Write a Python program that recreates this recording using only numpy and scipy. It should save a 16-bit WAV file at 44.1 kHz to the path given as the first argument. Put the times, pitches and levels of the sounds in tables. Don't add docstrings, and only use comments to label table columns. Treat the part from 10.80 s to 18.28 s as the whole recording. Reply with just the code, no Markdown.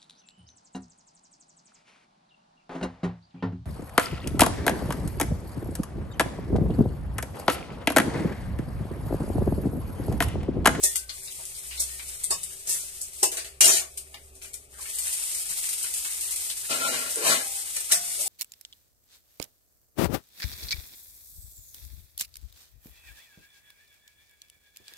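import sys
import numpy as np
from scipy import signal
from scipy.fft import rfft, irfft, next_fast_len
from scipy.io import wavfile
from scipy.ndimage import uniform_filter1d

SR = 44100
rng = np.random.default_rng(int(sys.argv[2]) if len(sys.argv) > 2 else 0)


def to_wav(s):
    ch = np.atleast_2d(s).T
    pcm = np.round(np.clip(ch, -1, 1) * 32767)
    wavfile.write(sys.argv[1], SR, pcm.astype(np.int16))


def volts_from_db(level):
    exponent = np.asarray(level, float) / 20
    return 10 ** exponent


N = 329868


def evened(x):
    return x / np.sqrt(np.mean(x ** 2) + 1e-20)


def times(size):
    return np.arange(size) / SR


def read(points, hz):
    f, value = np.transpose(points)
    return np.interp(np.log(hz + 1), np.log(f + 1), value)


def curves(rows):
    s, *columns = np.transpose(rows)
    t = np.arange(s[0], s[-1], 1 / SR)
    return s[0], [np.interp(t, s, c) for c in columns]


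def add(mix, s, sound):
    part = mix[:, round(s * SR):][:, :sound.shape[1]]
    part += sound[:, :part.shape[1]]


def pan(db):
    return volts_from_db(np.array([[db / 2], [-db / 2]]))


def paired(x, same):
    same = np.clip(same, -1, 1)
    return np.array([x[0], same * x[0] + np.sqrt(1 - same ** 2) * x[1]])


def hiss(size, same):
    return paired(rng.standard_normal((2, size)), same)


def grains(size, per_s, spread_db, same):
    click_db = spread_db * np.minimum(rng.exponential(1, size), 5)
    happens = rng.random(size) < per_s / SR
    return evened(hiss(size, same) * volts_from_db(click_db) * happens)


def slow(size, span):
    return evened(uniform_filter1d(uniform_filter1d(rng.standard_normal(size), span), span))


def coloured(x, spectrum, peaks=(), wide_db=0):
    size = next_fast_len(x.shape[1])
    hz = np.fft.rfftfreq(size, 1 / SR)
    gain = volts_from_db(wide_db) + sum(volts_from_db(db) / (1 + 2j * (hz - f) / w) for f, w, db in peaks)
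    return evened(irfft(rfft(x, size) * gain * volts_from_db(read(spectrum, hz)), size)[:, :x.shape[1]])


def elsewhere(modes, spread_db):
    luck = rng.standard_normal((len(modes), 2))
    return [(hz * (1 + 0.0056 * a), w, db + spread_db * b) for (hz, w, db), (a, b) in zip(modes, luck)]


def wandering(x, spectrum, modes, wide_db):
    turn = np.pi / 4 + 1.2 * slow(x.shape[1], 1500)
    a = coloured(x, spectrum, elsewhere(modes, spread_db=2.5), wide_db)
    b = coloured(x, spectrum, elsewhere(modes, spread_db=2.5), wide_db)
    return np.cos(turn) ** 2 * a + np.sin(turn) ** 2 * b


def strike(t60, touch):
    t = times(SR // 3)
    return (1 - np.exp(-(t / max(touch, 1e-4)) ** 2)) * volts_from_db(-60 * t / max(t60, .01))


# (frequency [Hz], level [dB per Hz])
RUMBLE = [(7.1, -31), (12, 6), (27, -11), (43, -1.5), (68, 4.5), (79, -2.5), (92, -11.5), (129, -5),
          (182, -21.5), (200, -14.5), (260, -40), (440, -120)]
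# (frequency [Hz], level [dB per Hz])
BURNER = [(88, -25), (150, -9.5), (210, -27.5), (267, -2.5), (318, -15.5), (389, -0.5), (475, -5),
          (658, -3.5), (983, -18), (1140, -8), (1730, -22), (2450, -7), (3000, -20), (3900, -51),
          (6600, -120)]


def kitchen():
    rumble_db = -56.5 - 1.1 * times(N)
    rumble = volts_from_db(rumble_db) * coloured(hiss(N, 0.93), RUMBLE)
    roar = coloured(hiss(N, 0.96), BURNER, [(382.0, 9.2, 4.7), (450, 2.0, 0.7)])
    flame_db = -61.5 + .7 * slow(N, 9000)
    return rumble + volts_from_db(flame_db) * roar


# (time [s], pitch [Hz], level [dB])
MOTOR = [(0.0, 59.4, -45.5), (0.69, 59.2, -72), (0.97, 63.3, -43), (1.65, 62.4, -63), (3.47, 71.86, -53),
         (4.6, 59.6, -70)]


def hum():
    s, (hz, db) = curves(MOTOR)
    out = np.zeros((2, N))
    add(out, s, volts_from_db(db - 1.0) * np.sin(2 * np.pi * np.cumsum(hz) / SR) * pan(2.2))
    return out


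def walls(x):
    t = times(SR // 3)
    tail = rng.standard_normal((2, len(t))) * volts_from_db(-60 * t / 0.19) * (t > .004)
    return signal.fftconvolve(x, tail / np.linalg.norm(tail[0]), axes=1)[:, :N]


# (time of crest [s], scrape level [dB], rise [s], fall [s])
SLIDES = [
    [(5.916, -32, 0.016, 0.056), (6.02, -37.5, 0.027, 0.073), (6.088, -35, 0.064, 0.035),
     (6.15, -36, 0.046, 0.057), (6.21, -43, .02, .03), (6.262, -42.5, .008, 0.044)],
    [(6.385, -44.5, 0.034, 0.11), (6.48, -28.5, 0.043, 0.064), (6.53, -30, 0.072, 0.04)],
]
# (frequency [Hz], width [Hz], level [dB])
PLATE = [(563, 210, -1), (1052, 76, 1.5), (1385, 33, -2), (1685, 77, -2), (2130, 150, -3.5), (2400, 29, -3),
         (2550, 55, 4), (2870, 34, 6), (3040, 110, -0.5), (3520, 64, -2), (3930, 65, 2), (4240, 97, -1),
         (4780, 130, 1.5), (5100, 49, 2)]
# (frequency [Hz], level [dB per Hz])
SCRAPE = [(59, -52), (130, -16.5), (260, -2), (468, -32), (526, -7), (1200, -8), (1320, 1), (1850, -2.5),
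          (2500, -8.5), (4200, -5), (7150, -22), (12100, -120)]


def plate():
    out = np.zeros((2, N))
    for pushes, screech_db in zip(SLIDES, (1, 4)):
        t = pushes[0][0] - .1 + times(round(.6 * SR))
        power = 0
        for s, db, rise, fall in pushes:
            decay = np.where(t < s, ((s - t) / rise) ** 2, (t - s) / fall)
            power = power + (volts_from_db(db) * np.exp(-decay)) ** 2
        slip = hiss(len(t), .3) + volts_from_db(-6) * grains(len(t), 1500, 3.0, .4)
        sound = wandering(slip, SCRAPE, PLATE, wide_db=-6.5)
        sound = sound + volts_from_db(-10.0) * coloured(slip[::-1], BUBBLING)
        sound = sound + volts_from_db(-8.5) * coloured(paired(slip, 0.95), BURNER)
        sound = sound + volts_from_db(screech_db) * coloured(slip, STEEL)
        add(out, t[0], volts_from_db(2.0) * np.sqrt(power) * sound * pan(1.3))
    return out


# (time [s], frequency [Hz], level [dB], t60 [s])
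RINGS = [(0.15, 1540, -47.5, 0.57), (0.28, 1195, -50, 0.35), (1.012, 2000, -62, 0.67),
         (1.48, 166.5, -54.5, 0.89), (1.87, 168, -55.5, 0.6), (2.102, 1855, -71, 0.24),
         (3.7, 2197, -57, 0.33), (3.623, 7380, -46, 0.36), (3.622, 9620, -45, 0.35),
         (3.622, 12200, -47, 0.34), (4.7, 155, -45, 0.1), (6.385, 430, -36, 0.41), (6.011, 1370, -27, 0.42),
         (6.2, 1930, -38, 0.6), (6.0, 2100, -46, .5), (1.1, 1850, -45, 0.27), (6.58, 788, -43.5, 1),
         (7.125, 703, -41, 0.68), (7.141, 165, -57, 0.78)]


def rings():
    out, t = np.zeros((2, N)), times(SR // 3)
    for s, hz, db, t60 in RINGS:
        waver = 0.8 + 0.5 * slow(len(t), 200)
        add(out, s, volts_from_db(db) * strike(t60, 0.0049) * waver * np.sin(2 * np.pi * hz * t) * np.ones((2, 1)))
    return out


# (time [s], peak [dB], centre [Hz], t60 [s], left-right [dB])
TAPS = [(0.2936, -28.5, 4340, 0.034, 4), (0.2993, -28.5, 4200, 0.041, 4), (.975, -36.5, 4200, 0.4, 2),
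        (0.475, -38, 3930, 0.14, 2.5), (0.591, -44.5, 880, 0.13, -5), (0.748, -45, 4880, 0.15, 9),
        (0.909, -37, 2920, 0.29, -0.5), (1.195, -35, 2400, 0.099, 1), (3.343, -30.5, 2400, 0.048, -0.5),
        (3.617, -41.5, 2800, 0.08, 3), (3.645, -43.5, 2700, 0.19, 1), (3.93, -53, 1800, 0.5, 2),
        (3.984, -46.5, 1300, 0.22, 4), (4.055, -41.5, 2300, 0.16, 6), (5.042, -28.5, 2160, 0.065, -2),
        (5.248, -34.5, 2240, 0.17, -3), (5.7, -25.5, 4140, 0.055, -1), (7.1, -39, 1490, 0.43, -4),
        (7.115, -35, 2300, .1, 0)]


def taps():
    out = np.zeros((2, N))
    for s, db, hz, t60, side_db in TAPS:
        shape = [(hz / 4, -24), (hz * 0.94, -5), (hz, 0), (hz * 0.72, -3), (hz * 3, -22)]
        burst = coloured(hiss(SR // 3, 0.2), shape, WOK_MIDDLE, wide_db=2.0)
        add(out, s - .001, volts_from_db(db - 0.5) * pan(side_db) * strike(t60, 0.00075) * burst)
    return out


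# (time [s], rattle level [dB], low part relative [dB])
RATTLE = [
    (2.807, -17, -20),
    (2.9, -18.5, -13.5),
    (2.98, -23, -16),
    (3.09, -61.5, 3.5),
]
# (time [s], peak over the rattle [dB])
BOUNCES = [(2.8079, 8.5), (2.812, -3), (2.8387, -4), (2.843, 7.5), (2.856, 6), (2.878, 4), (2.893, 4.5),
           (2.933, -9), (2.9687, -2)]
# (frequency [Hz], width [Hz], level [dB])
SPATULA = [(2830, 35, -9), (3150, 36, -10), (4570, 120, -3), (6230, 110, -5), (6830, 31, 1), (7150, 46, 1),
           (8040, 50, -9), (8630, 100, -5), (9350, 25, -8), (9530, 51, -6), (10800, 39, -11),
           (11200, 41, -17), (11800, 33, 2), (13000, 34, -9)]
# (frequency [Hz], level [dB per Hz])
SPATULA_LOW = [(71, -51), (120, -13), (313, -10.5), (371, -1.5), (608, -13.5), (662, -4), (1270, -5.5),
               (2750, -3), (3500, -20), (4550, -35), (7700, -120)]
# (time [s], [(frequency [Hz], width [Hz], level [dB])])
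SHIFTING = [
    (2.83, [(2380, 120, -1.5), (2830, 53, 4), (3230, 46, -2), (3980, 96, -7), (4300, 38, -6), (4570, 41, -2), (5200, 28, -4), (5880, 80, 0)]),
    (2.92, [(1810, 34, 0), (2470, 77, -12), (3100, 92, -5), (3950, 150, -5), (4250, 36, -12), (4500, 130, -2), (5200, 34, 3), (5600, 26, 7)]),
    (3.0, [(2170, 95, -4), (2830, 130, -13), (3180, 67, -7), (3520, 75, 0), (4100, 24, -1), (4680, 62, 2), (5240, 27, 0), (5610, 57, -6)]),
]


def dropped_spatula():
    s, (db, low_db) = curves(RATTLE)
    t = s + times(len(db))
    kicks = 0
    for at, peak_db in BOUNCES:
        kicks = kicks + volts_from_db(peak_db) * np.exp(-np.clip(t - at, 0, 1) / 0.0071) * (t >= at)
    shake = hiss(len(t), 0.22) + volts_from_db(-7) * grains(len(t), 700, 3.0, .5)
    sound = wandering(shake, STEEL, SPATULA, wide_db=-10.5)
    middle_shape = [(900, -20), (2000, 0), (6000, 0.5), (9000, -13)]
    for at, modes in SHIFTING:
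        rock = np.exp(-((t - at) / 0.059) ** 2)
        sound = sound + volts_from_db(-10) * rock * coloured(shake, middle_shape, modes, wide_db=-19)
    sound = sound + volts_from_db(low_db) * coloured(shake, SPATULA_LOW, KNOCK, wide_db=-2)
    sound = sound + volts_from_db(-24) * coloured(shake[::-1], BUBBLING)
    out = np.zeros((2, N))
    add(out, s, volts_from_db(db - 2.0) * (1 + kicks) * sound * pan(0.21))
    return out


# (frequency [Hz], level [dB], t60 [s]); a scrape up the wok wall
SCRAPED = [(633, -12, 0.11), (1850, -7.5, 0.3), (2150, -11, 0.15), (2560, -11, 0.13), (3460, -11.5, 0.37),
           (3700, -14, .16), (3962, -6, 0.25), (4500, -17, .2), (4800, -6, .25), (5222, -4, .07),
           (5800, -8, 0.13), (6400, 1, .12), (6500, -6, 0.23)]
EDGE_ON = [(574, -17, 0.18), (897, -4.5, 0.097), (1114, -3, 0.09), (1300, -5, 0.081), (1746, -12, 0.11),
           (2590, -14, 0.3), (2950, -21, 0.41), (3680, -19, 0.52), (4830, 3, 0.09), (5310, 4, 0.095),
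           (5749, -11, 0.1), (6550, -2, 0.13), (7180, -3, 0.11), (7750, 3, 0.15)]
FLAT_ON = [(385.6, -19, 0.36), (624, -10, .1), (836, -0.5, 0.067), (1010, -0.5, 0.06), (1920, -14, 0.1),
           (2643, -19, 0.34), (2896, -14, 0.29), (4550, 1, .05), (5140, -12, .2), (5378, 3, .05),
           (5760, -9, .05), (6300, -2, 0.092), (6643, -8, .2)]
LIFTED = [(814, 7.5, 0.03), (1240, -4, .05), (2400, 1, 0.063), (2700, -8, .06), (3800, -3, .04)]
LATE = [(1800, -8, .2), (2120, 5.5, .1), (2900, -3, 0.16), (3490, -13, 0.45), (3680, -7, 0.14),
        (3970, 5.5, 0.14), (4441, -10, 0.16), (4850, -13, 5.0), (5560, -8, 0.32), (5750, -3, 0.42)]
SETTLING = [(595, 3.5, 0.4), (431, -4, 0.47)]
TIPPED = [(4200, 8, 0.091), (4900, -5, .08), (3400, -6, .08), (2800, -13, 0.094)]
# (time [s], level [dB], contact [s], modes)
CHIMES = [
    (.026, -26.5, 0.017, SCRAPED),
    (.2965, -50, .002, TIPPED),
    (1.505, -29, 0.0029, EDGE_ON),
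    (2.428, -23, 0.0018, FLAT_ON),
    (3.342, -38.5, 0.0018, LIFTED),
    (6.355, -32, 0.014, [(441, 0, .5)]),
    (7.108, -27, 0.01, LATE),
    (7.37, -45, .02, SETTLING),
    (7.44, -39, 0.014, [(763, 0, .4)]),
]


def chimes():
    out, t = np.zeros((2, N)), times(SR // 3)
    for s, db, touch, modes in CHIMES:
        ring = 0
        for hz, mode_db, t60 in modes:
            start, apart = rng.random(2)
            phase = start + np.array([[0], [.2]]) * apart
            waver = 1 + 0.77 * slow(len(t), 150)
            tone = np.sin(2 * np.pi * (hz * t + phase))
            ring = ring + volts_from_db(mode_db) * strike(min(t60, .5), touch) * waver * tone
        add(out, s, volts_from_db(db) * ring)
    return out


# (time [s], peak [dB], low knock [dB], t60 [s], middle [dB])
CLINKS = [(0.0353, -9.5, -31, 0.15, -51), (1.0012, -15.5, -36, 0.14, -20.5),
          (1.5054, -14.5, -19, 0.11, -14), (1.872, -25, -34, 0.3, -15.5), (1.892, -20, -38, 0.55, -13.5),
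          (2.2144, -23, -63, 0.12, -24), (2.4288, -8.5, -18, 0.11, -16.5), (2.516, -25.5, -22, 0.25, -11.5),
          (2.5688, -24.5, -23.5, 0.2, -3), (2.644, -35.5, -19, 0.28, -2), (3.552, -44, -30, 0.17, -17),
          (3.621, -36.5, -29, 0.34, -20), (4.0094, -35.5, -33, 0.24, -6), (6.3061, -25.5, -24, 0.13, -13),
          (6.966, -18, -47, 0.067, -4), (7.119, -8, -32.5, 0.14, -10.5), (7.41, -20.5, -47, 0.12, -15)]
# (frequency [Hz], level [dB per Hz])
STEEL = [(2350, -58), (4000, -11.5), (4260, -16), (4490, -14.5), (5380, -4.5), (7020, -1.5), (7720, 0.5),
         (8400, 3), (14200, -12)]
# (frequency [Hz], width [Hz], level [dB])
WOK_UPPER = [(5920, 140, -7), (6750, 110, -12), (6970, 31, -41), (7310, 77, -2), (8270, 120, -8),
             (7960, 43, -7), (8100, 18, 5), (8200, 38, -51), (9470, 39, 1.5), (9240, 10, 7),
             (11800, 59, -7), (11100, 28, -25), (12200, 130, -5)]
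# (frequency [Hz], width [Hz], level [dB])
WOK_MIDDLE = [(1800, 19, -13), (2340, 33, -21), (2653, 63, -8.5), (2990, 74, -11.5), (3510, 54, -5),
              (3926, 47, -4.5), (4440, 140, 0.5), (4910, 70, 8)]
# (frequency [Hz], width [Hz], level [dB])
KNOCK = [(397, 19, 6.5), (642, 92, 3.5), (830, 99, -32), (1140, 230, -7)]


def clinks():
    out, t, touch = np.zeros((2, N)), times(SR // 3), .004
    low_shape = [(180, -17), (380, 1.5), (1250, -5.5), (2100, -17)]
    side = pan(-0.5)
    for s, db, low_db, t60, mid_db in CLINKS:
        shake = hiss(len(t), 0.18)
        grit = shake + volts_from_db(-9.5) * grains(len(t), 900, 3.0, 0.89)
        top = coloured(grit, STEEL, elsewhere(WOK_UPPER, spread_db=4), wide_db=1.0)
        middle = coloured(shake, BUBBLING, elsewhere(WOK_MIDDLE, spread_db=3), wide_db=-10)
        low = coloured(paired(shake, 0.86), low_shape, elsewhere(KNOCK, spread_db=8.5), wide_db=-7.5)
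        ring = top + volts_from_db(mid_db - 2.0) * middle + volts_from_db(low_db + 7.5) * low
        tick = volts_from_db(4.0) * np.exp(-((t - touch) / 0.00037) ** 2)
        add(out, s - touch / 2, volts_from_db(db - 3.0) * side * (strike(t60, touch) * ring + tick * top))
        lead_db = min(-14 - (low_db + 26.0), -6)
        lead = volts_from_db(lead_db) * np.exp((t[:1300] - t[1300]) / 0.0041)
        add(out, s - t[1300], volts_from_db(db) * side * lead * ring[:, -1300:])
    return out


# (time [s], peak [dB], left-right [dB])
SNAPS = [(0.157, -26, -3), (0.1626, -21, 1), (0.6529, -24, 10), (1.437, -18, -11), (1.4413, -12, 9),
         (1.6372, -18, 6), (1.639, -24, 0), (2.4285, -30, 0), (2.8057, -13, -8), (3.175, -28, -2.5),
         (3.1786, -24, 8), (4.1563, -18, 0), (4.2005, -22, 0), (4.28, -16, 2), (4.4386, -15, 0),
         (6.3579, -11, -1), (6.9647, -22, -4)]


def snaps():
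    out, t = np.zeros((2, N)), np.arange(-40, 40) / SR
    crack = np.exp(-(t / 0.00019) ** 2) * np.sin(2 * np.pi * 8900 * t + 1.4)
    for s, db, side_db in SNAPS:
        add(out, s, volts_from_db(db + 4.0) * pan(side_db) * crack)
    return out


# (time [s], peak [dB], left-right [dB])
POPS = [(0.1575, -11, 1.5), (0.1627, -26, -2), (0.654, -25.5, 0), (1.4366, -25, 3), (1.4415, -17.5, -2),
        (1.633, -22.5, 2), (1.6384, -25, -1), (1.7326, -35, 12), (3.1744, -21.5, -1), (3.178, -24, 5),
        (3.734, -29, 0), (3.741, -21.5, 2), (4.186, -16, 1), (4.194, -20, 0), (4.269, -19.5, -5),
        (4.328, -17, 0), (4.438, -44, -8), (4.515, -22.5, -4), (4.5479, -16.5, 0), (4.891, -16, 4),
        (4.931, -17, -1), (5.029, -18.5, 5), (5.1392, -15.5, -1), (5.245, -20.5, 0), (5.4097, -16.5, 1.5),
        (5.509, -18, 0), (5.561, -16.5, -4), (5.608, -20.5, -2), (6.357, -24.5, 2), (7.005, -22, -2),
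        (7.357, -32, 4)]


def pops():
    out, t = np.zeros((2, N)), times(SR // 6)
    highpass = signal.butter(2, 1500, "high", fs=SR, output="sos")
    snap = volts_from_db(1) * np.exp(-((t - .0006) / .0003) ** 2)
    shape = strike(0.073, .0009)[:len(t)] + snap
    for s, db, side_db in POPS:
        spray = hiss(len(t), 0.036) + volts_from_db(-8) * grains(len(t), 1500, 2.4, 0.23)
        burst = signal.sosfilt(highpass, shape * coloured(spray, [(300, -65)] + FIZZ))
        add(out, s - .0006, volts_from_db(db - 7.5) * pan(side_db) * burst)
    return out


# (time [s], fizz level [dB])
HEAT = [(0.0, -43.5), (0.14, -36.5), (0.27, -52.5), (0.37, -43), (0.56, -44.5), (1.12, -42), (2.04, -46),
        (2.48, -44.5), (2.64, -65), (2.79, -60), (3.1, -54), (3.9, -60.5), (4.03, -41.5), (4.19, -36),
        (4.4, -33.5), (6.39, -36.5), (7.2, -37), (7.48, -29.5)]
# (frequency [Hz], level [dB per Hz])
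FIZZ = [(710, -18.5), (1200, -18), (1290, -14), (1650, -23.5), (2010, -8.5), (2950, -10.5), (5370, -5.5),
        (6890, -3), (8650, 5), (10700, -3), (13600, -7), (14200, -8.5)]
# (frequency [Hz], level [dB per Hz])
BUBBLING = [(200, -44), (500, -2.5), (900, -8.5), (1800, 7.5), (3000, 4), (4500, -2), (7000, -25)]


def frying():
    s, (fizz_db,) = curves(HEAT)
    size = len(fizz_db)
    coarse_db = -11 - 0.03 * (fizz_db + 36)
    clump_db = 1.57 * slow(size, 900) + 0.21 * slow(size, 60)
    steam = hiss(size, 0.013)
    fizz = coloured(steam + volts_from_db(-6) * grains(size, 3500, 2.7, 0.1), [(300, -80)] + FIZZ)
    coarse = coloured(steam[::-1] + volts_from_db(-6) * grains(size, 1500, 2.7, 0.17), BUBBLING)
    coarse = volts_from_db(coarse_db - 10.0 + 3.35 * slow(size, 700)) * coarse
    out = np.zeros((2, N))
    add(out, s, volts_from_db(fizz_db + clump_db + 4.5) * (fizz + coarse))
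    return out


def scene():
    blows = plate() + rings() + taps() + dropped_spatula() + chimes() + clinks() + snaps() + pops()
    return kitchen() + hum() + volts_from_db(-2.5) * walls(blows) + blows + frying()


# (frequency [Hz], level under neighbours [dB])
DROP_BELOW = [(600, -50), (1200, -4), (5000, -6), (8000, -3), (14000, -4.5)]
# (frequency [Hz], share dropped)
HOLE_SHARE = [(700, 0), (1400, .13), (3000, .13), (5500, .11), (7000, .004), (11000, .01), (14000, .05)]


def thinned(x):
    hz, t, z = signal.stft(x, SR, nperseg=2048, noverlap=1536)
    power = uniform_filter1d(abs(z) ** 2, size=3, axis=2) + 1e-20
    near = uniform_filter1d(power, size=3, axis=1)
    around = uniform_filter1d(power, size=24, axis=1)
    margin_db = 10 * np.log10(near / around + 1e-9) - read(DROP_BELOW, hz)[:, None]
    luck = rng.random((len(t) // 4 + 1, len(hz) // 9 + 1))
    luck = luck.repeat(4, 0).repeat(9, 1)[:len(t), :len(hz)].T
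    level = np.log10((abs(z) ** 2).sum((0, 1)) + 1e-12)
    need = np.clip(1 + 3 * (level - uniform_filter1d(level, 60)), .9, 2.2)
    kept = (luck > np.outer(read(HOLE_SHARE, hz), need)) / (1 + np.exp(-margin_db / .8))
    attack = np.roll(level, -2) - np.roll(level, 2) > 1.8
    attack |= np.roll(attack, 1) | np.roll(attack, 2) | np.roll(attack, -1)
    return signal.istft(z * np.where(attack, 1, kept), SR, nperseg=2048, noverlap=1536)[1][:, :N]


# (frequency [Hz], twice the left-right difference [dB])
LEFT = [(60, -4.5), (180, 0.5), (550, -2.5), (1650, 9.5), (4970, 3.5), (15000, 7.5)]


def microphone(dry):
    size = next_fast_len(N)
    hz = np.fft.rfftfreq(size, 1 / SR)
    z = rfft(.8 * np.tanh(dry / .8), size)
    apart = np.clip(0.4 + (hz / 1100) ** 2 + (25 / (hz + 1)) ** 2, 0, 1)
    z = z.mean(0) + apart * (z - z.mean(0))
    lag_s = [0.000278, 0]
    z = z * volts_from_db(np.outer([.25, -.25], read(LEFT, hz))) * np.exp(-2j * np.pi * np.outer(lag_s, hz))
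    edge = volts_from_db(-np.clip((hz - 14250) * 0.085, 0, 90))
    body = irfft(z * edge, size)[:, :N]
    top = irfft(z * (1 - edge) * (hz < 16450), size)[:, :N]
    cracking = np.minimum(3 * uniform_filter1d(1. * (snaps()[0] != 0), size=200), 1)
    return thinned(body) + volts_from_db(-24) * top * cracking


def top_cut(x):
    return signal.sosfilt(signal.butter(12, 16450, fs=SR, output="sos"), x)


def record(dry):
    mix = microphone(dry)
    return top_cut(mix)


dry = scene()
out = record(dry)
to_wav(out)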